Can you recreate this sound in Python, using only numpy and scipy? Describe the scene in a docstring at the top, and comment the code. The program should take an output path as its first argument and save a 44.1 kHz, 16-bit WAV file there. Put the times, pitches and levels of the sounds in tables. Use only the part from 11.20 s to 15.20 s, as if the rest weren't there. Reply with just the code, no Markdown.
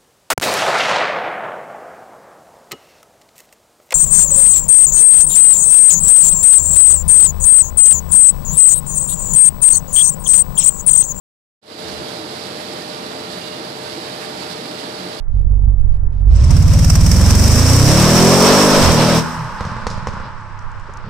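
"""Cement mixer at work

A cement mixer truck stands across a street, its six-cylinder diesel at a fast idle to turn the drum.
The engine drones in tones tied to its speed and clatters in noise that swells with each firing; the drum drive whines.
Wet gravelly concrete, made of noise and ticks, hisses down the chute on the right; a shovel scrapes through it.
Rough booms are the load thudding in the drum, faint tones are steel clinking and squealing, low noise is a breeze.
After a moment of silence the sound fades in."""
import sys
import numpy as np
from scipy import signal
from scipy.fft import rfft, irfft
from scipy.io import wavfile

SR = 44100
rng = np.random.default_rng(int(sys.argv[2]) if len(sys.argv) > 2 else 0)


def int16_out(signal):
    """Quantize to a 16-bit WAV file."""
    q = np.round(np.clip(np.atleast_2d(signal).T, -1, 1) * 32767)
    wavfile.write(sys.argv[1], SR, q.astype(np.int16))


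N = 176400  # samples: four seconds
TIME = np.arange(N) / SR  # s
BINS = np.fft.rfftfreq(N, 1 / SR)  # Hz

# All levels apply before the opening fade-in, whose last gain holds to the end.
# Spectra give only the shape: their loudness is set elsewhere.

# puffs of breeze on the microphone [start t/s, length t/s, level/dB]
GUSTS = [(.56, 0.31, -38), (.77, 0.11, -42), (2.08, 0.099, -48)]
# spectrum of the breeze [f/Hz, relative level/dB]
BREEZE_SPECTRUM = [(15, -28), (40, -19), (70, 9), (100, 0), (160, -5), (400, -35), (1500, -70)]

# touches on a small piece of steel on the truck [t/s, level/dB]
CLINKS = [(1.613, -30), (1.689, -40)]
CLINK_HZ, CLINK_T60_S = 1810, 0.23  # pitch; seconds to fall by 60 dB

# a brief squeal of the turning drum [start t/s, length t/s, level/dB]
SQUEALS = [(1.98, .48, -46)]
SQUEAL_HZ = 2843

# dull thuds of the load tumbling in the drum [start t/s, length t/s, level/dB, pitch f/Hz]
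TUMBLES = [(0.625, 0.058, -41, 170), (0.768, .07, -32, 345), (0.977, 0.11, -32, 315),
           (1.48, 0.08, -34.5, 362), (2.06, .07, -35.5, 175), (2.148, 0.07, -36, 180),
           (2.375, 0.056, -34, 323), (2.725, 0.13, -29, 332), (3.2, 0.064, -33.5, 318),
           (3.36, 0.076, -39, 300), (3.483, 0.048, -33, 320), (3.608, 0.077, -33, 290),
           (3.75, 0.2, -37, 182), (3.816, 0.079, -34, 350)]

# strokes of the shovel [start t/s, length t/s, level/dB]
SCRAPES = [(.87, 0.067, -32), (1.37, 0.08, -31), (1.605, 0.035, -37), (2.12, 0.11, -33),
           (2.63, 0.14, -32.5), (2.85, 0.068, -32), (2.988, .09, -26.5), (3.11, 0.24, -34.5)]
# spectrum of a scrape [f/Hz, relative level/dB]
SCRAPE_SPECTRUM = [(400, -20), (900, 1), (1600, 5), (2500, 2.5), (4500, -5), (8000, -11), (11500, -10),
                   (14000, -29)]

# spectrum of concrete sliding down the chute [f/Hz, relative level/dB]
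CHUTE_SPECTRUM = [(500, -24), (1200, -8), (1900, -10.5), (2450, -10.5), (3200, -5), (3950, -1), (4350, -1),
                  (4700, .5), (5200, -5.5), (6300, -14.5), (7800, -13.5), (9800, -17), (11000, -17.5),
                  (13200, -25), (14500, -57)]
# surges of the flow [t/s, change of level/dB]
FLOW = [(.6, 3), (.75, 4), (.82, 1.5), (.93, 3.5), (1.03, 1), (1.2, 3.2), (1.48, 2.5), (1.8, 1.4),
        (2.07, 1.5), (2.28, 3), (2.42, 0.7), (2.7, 2.5), (3.1, 2.5), (3.25, 3), (3.42, 2), (3.6, 2),
        (3.82, 1.5), (4, 1.8)]
# lumps rushing down the chute [start t/s, length t/s, level relative to the flow/dB]
LUMPS = [(3.19, 0.056, -16), (3.295, .05, -9), (3.57, .04, -11)]
CHUTE_DB, CHUTE_LEFT_DB = -28.5, -21.5  # basic level; left side relative to right
STONES_PER_S, STONE_SPREAD_DB = 1400, 4  # average rate; average step up in stone level
STONES_DB = -7.5  # all stones relative to the sliding noise

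# whines of the drum drive and pump [f/Hz, level/dB, left minus right/dB]
WHINES = [(95.6, -51, 2), (182, -46, 0.5), (192, -47, -7), (740, -50.5, -5), (911, -47.5, -10.5),
          (945, -51, -6), (1191, -51, -11.5), (1780, -63, -12), (2842, -60, -24), (3956, -59.5, -24),
          (6966, -74, -5)]

CYCLE_HZ, SPEED_DRIFT = 14.5, 0.00082  # four-stroke cycles a second; share by which the speed wanders
# strength of the six firings in a cycle [level/dB]
CYLINDER_DB = [3.5, -6, -9, 2, -4, -5]

# spectrum of the engine and fan roar [f/Hz, relative level/dB]
ROAR_SPECTRUM = [(20, -49), (45, -35), (80, -16), (125, -6.5), (180, -1.5), (250, -2.5), (340, 0.5),
                 (400, -4.5), (480, -1), (560, -5), (660, -4), (800, -3.5), (1050, -7), (1600, -8),
                 (2400, -12.5), (3600, -15.5), (5000, -20.5), (6200, -27.5), (8000, -28.5), (11000, -39.5),
                 (14500, -38)]
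# how alike the two ears hear the roar [f/Hz, likeness from 0 to 1]
ROAR_LIKENESS = [(40, 0.81), (150, 0.92), (350, 0.85), (600, 0.62), (880, 0.6), (1100, 0.052), (1700, 0.44),
                 (3000, 0.22), (8000, 0.077)]
# balance of the roar and the weak engine lines [f/Hz, left minus right/dB]
ROAR_PAN = [(40, -5), (150, -2), (300, 0.5), (420, -3), (510, -4), (680, -1.5), (1200, -2.5), (2500, -3.5),
            (8000, -9.5)]
ROAR_DB, KNOCK_DEPTH, KNOCK_DECAY_S = -28.5, 0.29, 0.0036  # level; swell at a 0 dB firing; its decay time

# strong engine lines [multiple of the cycle rate, level/dB, left minus right/dB, roughness]
ORDERS = [(4, -66, -3, .3), (5, -60, -7, .3), (9, -45.5, 0, 0.24), (10, -52.5, -8, .4), (12, -49, 0, 0.35),
          (16, -46.5, -6, 0.38), (18, -46.5, -6, 0.3), (19, -51.5, -1, 0.62), (21, -50.5, -12, 0.78),
          (30, -38.5, 8, 0.37), (32, -44, 6, 0.42), (36, -45.5, 6, .6), (42, -34.5, 2.5, 0.27),
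          (48, -47.5, -10, 0.45), (54, -42.5, -4, .25)]
# bed of weak engine lines [f/Hz, level of each line/dB]
DRONE = [(40, -85), (110, -67), (190, -52.5), (350, -48), (400, -57.5), (480, -52.5), (600, -54.5),
         (950, -56), (1400, -69)]
# delay of the left ear for sound from the truck [f/Hz, delay t/s]
LAG = [(50, 0.00016), (370, 0.00016), (435, 0.00031), (480, 0.00023), (530, 0.00047), (610, 0.0004),
       (750, 0.00032), (3000, 0.00044)]

# opening fade-in; the last gain holds to the end [t/s, gain/dB]
FADE = [(0.416, -54), (0.43, -27.5), (.475, -18), (.515, -10.5), (.545, -12), (.6, -6.5), (.69, -4.5)]
EDGE_HZ = 14500  # upper limit of the whole sound


def amp(db):
    """Turns decibels into gain."""
    return 10 ** (np.asarray(db) / 20)


def unit(x):
    """Scales a sound to an average strength (rms) of 1."""
    return x / np.sqrt(np.mean(x ** 2) + 1e-20)


def read(points, hz):
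    """Reads a table between its points, along a log-frequency axis."""
    f, value = np.transpose(points)
    return np.interp(np.log(hz + 1), np.log(f + 1), value)


def colour(x, spectrum):
    """Filters a sound by a spectrum shape, then scales it to rms 1."""
    return unit(irfft(rfft(x) * amp(read(spectrum, BINS)), N))


def wander(rate_hz):
    """Slow random movement: noise that thins out above a rate, at rms 1."""
    points = 4096
    hz = np.fft.rfftfreq(points, N / SR / points)
    keep = np.exp(-(hz / rate_hz) ** 2) * (hz > 0)
    slow = irfft(rfft(rng.standard_normal(points)) * keep)
    return np.interp(TIME, np.linspace(0, N / SR, points), unit(slow))


def arches(events):
    """A level that rises and falls as half a sine wave, once for each row."""
    level = 0
    for start, length, db in events:
        progress = np.clip((TIME - start) / length, 0, 1)
        level = level + amp(db) * np.sin(np.pi * progress)
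    return level


def ears(hz, pan_db):
    """Left and right gains for sound from the truck; the complex left gain also delays it."""
    left = amp(pan_db / 2) * np.exp(-2j * np.pi * hz * read(LAG, hz))
    right = amp(-pan_db / 2)
    return np.array([left, right]).reshape(2, -1)


def tone(turns, hz, db, pan_db, rough, flutter_hz):
    """A tone whose strength and phase flutter at random, which makes it rough."""
    flutter = 1 + rough * (wander(flutter_hz) + 1j * wander(flutter_hz)) / np.sqrt(2)
    steady_level = np.sqrt(2 / (1 + rough ** 2))  # roughness adds no loudness
    line = flutter * np.exp(2j * np.pi * (turns + rng.random())) * steady_level
    return amp(db) * (ears(hz, pan_db) * line).real


def gravel():
    """Gritty sliding: steady noise plus the random ticks of single stones."""
    sizes = amp(STONE_SPREAD_DB * np.minimum(rng.exponential(1, N), 5))
    hits = rng.random(N) < STONES_PER_S / SR
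    stones = sizes * rng.choice([-1, 1], N) * hits
    return unit(rng.standard_normal(N) + amp(STONES_DB) * unit(stones))


def breeze(left_db=-7):
    """Air buffets the two microphones separately, as low noise in puffs."""
    noise = colour(rng.standard_normal((2, N)), BREEZE_SPECTRUM)
    return arches(GUSTS) * amp([[left_db], [0]]) * noise


def clink(left_db=-4):
    """Steel rings at one pitch and dies away quickly after each touch."""
    rings = 0
    for start, db in CLINKS:
        age = np.maximum(TIME - start, 0)
        decay = np.exp(-np.log(1000) * age / CLINK_T60_S)
        rings = rings + amp(db) * decay * np.sin(2 * np.pi * CLINK_HZ * age)
    return amp([[left_db], [0]]) * rings


def squeal():
    """Steel rubs on steel: a thin tone swells and dies away."""
    return arches(SQUEALS) * tone(SQUEAL_HZ * TIME, SQUEAL_HZ, 0, pan_db=-18, rough=.7, flutter_hz=25)


def tumbling():
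    """Concrete slumps inside the turning drum; each slump booms briefly and roughly in the shell."""
    thuds = 0
    for start, length, db, hz in TUMBLES:
        boom = tone(hz * TIME, hz, 0, pan_db=-2.5, rough=0.72, flutter_hz=35)
        thuds = thuds + arches([(start, length, db)]) * boom
    return thuds


def shovel(left_db=-11):
    """A blade strokes through wet gravel, heard as short bursts of gritty noise."""
    left = amp(left_db) * colour(gravel(), SCRAPE_SPECTRUM)
    right = colour(gravel(), SCRAPE_SPECTRUM)
    return arches(SCRAPES) * np.array([left, right])


def chute():
    """Concrete slides down in uneven surges, heard on the right."""
    t, db = np.transpose(FLOW)
    surges = amp(np.interp(TIME, t, db) + .5 * wander(rate_hz=23))
    flow = surges * (1 + arches(LUMPS))
    left, right = colour(gravel(), CHUTE_SPECTRUM), colour(gravel(), CHUTE_SPECTRUM)
    faint_left = amp(CHUTE_LEFT_DB) * unit(left + .5 * right)  # partly the same sound as the right
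    return amp(CHUTE_DB) * flow * np.array([faint_left, right])


def drum_drive(cycles, follow=0.62):
    """Gears and hydraulic pump whine, following part of the engine's wandering speed."""
    clock = TIME + follow * (cycles / CYCLE_HZ - TIME)
    return sum(tone(hz * clock, hz, db, pan, rough=1.0, flutter_hz=4.0) for hz, db, pan in WHINES)


def engine_roar(cycles):
    """Broad noise that swells with each firing, some cylinders harder than others."""
    firings = cycles * len(CYLINDER_DB)
    age = firings % 1 / (CYCLE_HZ * len(CYLINDER_DB))  # seconds since the last firing
    strength = amp(CYLINDER_DB)[firings.astype(int) % len(CYLINDER_DB)]
    knock = strength * np.exp(-age / KNOCK_DECAY_S)
    swell = (1 + KNOCK_DEPTH * knock) * amp(.5 * wander(rate_hz=11.0))
    shared, extra = rfft(rng.standard_normal((2, N)) * swell)
    same = np.clip(read(ROAR_LIKENESS, BINS), 0, 1)
    left = same * shared + np.sqrt(1 - same ** 2) * extra
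    pair = np.array([left, shared]) * ears(BINS, read(ROAR_PAN, BINS))
    return amp(ROAR_DB) * colour(irfft(pair, N), ROAR_SPECTRUM)


def engine_drone(cycles):
    """Multiples of the cycle rate: some strong lines over a bed of weak ones that repeats every cycle."""
    strong = 0
    for order, db, pan, rough in ORDERS:
        k = round(order)
        strong = strong + tone(k * cycles, k * CYCLE_HZ, db, pan, rough, flutter_hz=19)
    k = np.arange(96)
    hz = k * CYCLE_HZ
    unused = ~np.isin(k, [round(row[0]) for row in ORDERS])  # not already a strong line
    weak = amp(read(DRONE, hz)) * (k > 2) * unused
    lines = weak * np.exp(2j * np.pi * rng.random(len(k))) * ears(hz, read(ROAR_PAN, hz))
    size = 8192  # points in one cycle of the bed
    one_cycle = irfft(lines, size) * size / np.sqrt(2)
    place = np.arange(size) / size
    bed = np.array([np.interp(cycles % 1, place, side) for side in one_cycle])
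    return strong + bed


def scene():
    """One engine speed drives drone, roar and drum whine; all the other sounds are added beside them."""
    speed = CYCLE_HZ * (1 + SPEED_DRIFT * wander(rate_hz=2.3))
    cycles = np.cumsum(speed) / SR  # engine cycles so far
    small_sounds = breeze() + clink() + squeal() + tumbling()
    concrete = shovel() + chute()
    engine = drum_drive(cycles) + engine_roar(cycles) + engine_drone(cycles)
    return small_sounds + concrete + engine


def record(dry):
    """Silence, a quick fade-in, and a filter that removes the highest treble."""
    t, db = np.transpose(FADE)
    faded = dry * amp(np.interp(TIME, t, db)) * (TIME > t[0])
    low_pass = signal.firwin(511, EDGE_HZ, window=("kaiser", 9), fs=SR)
    return signal.oaconvolve(faded, low_pass[None], "same")


dry = scene()
out = record(dry)
int16_out(out)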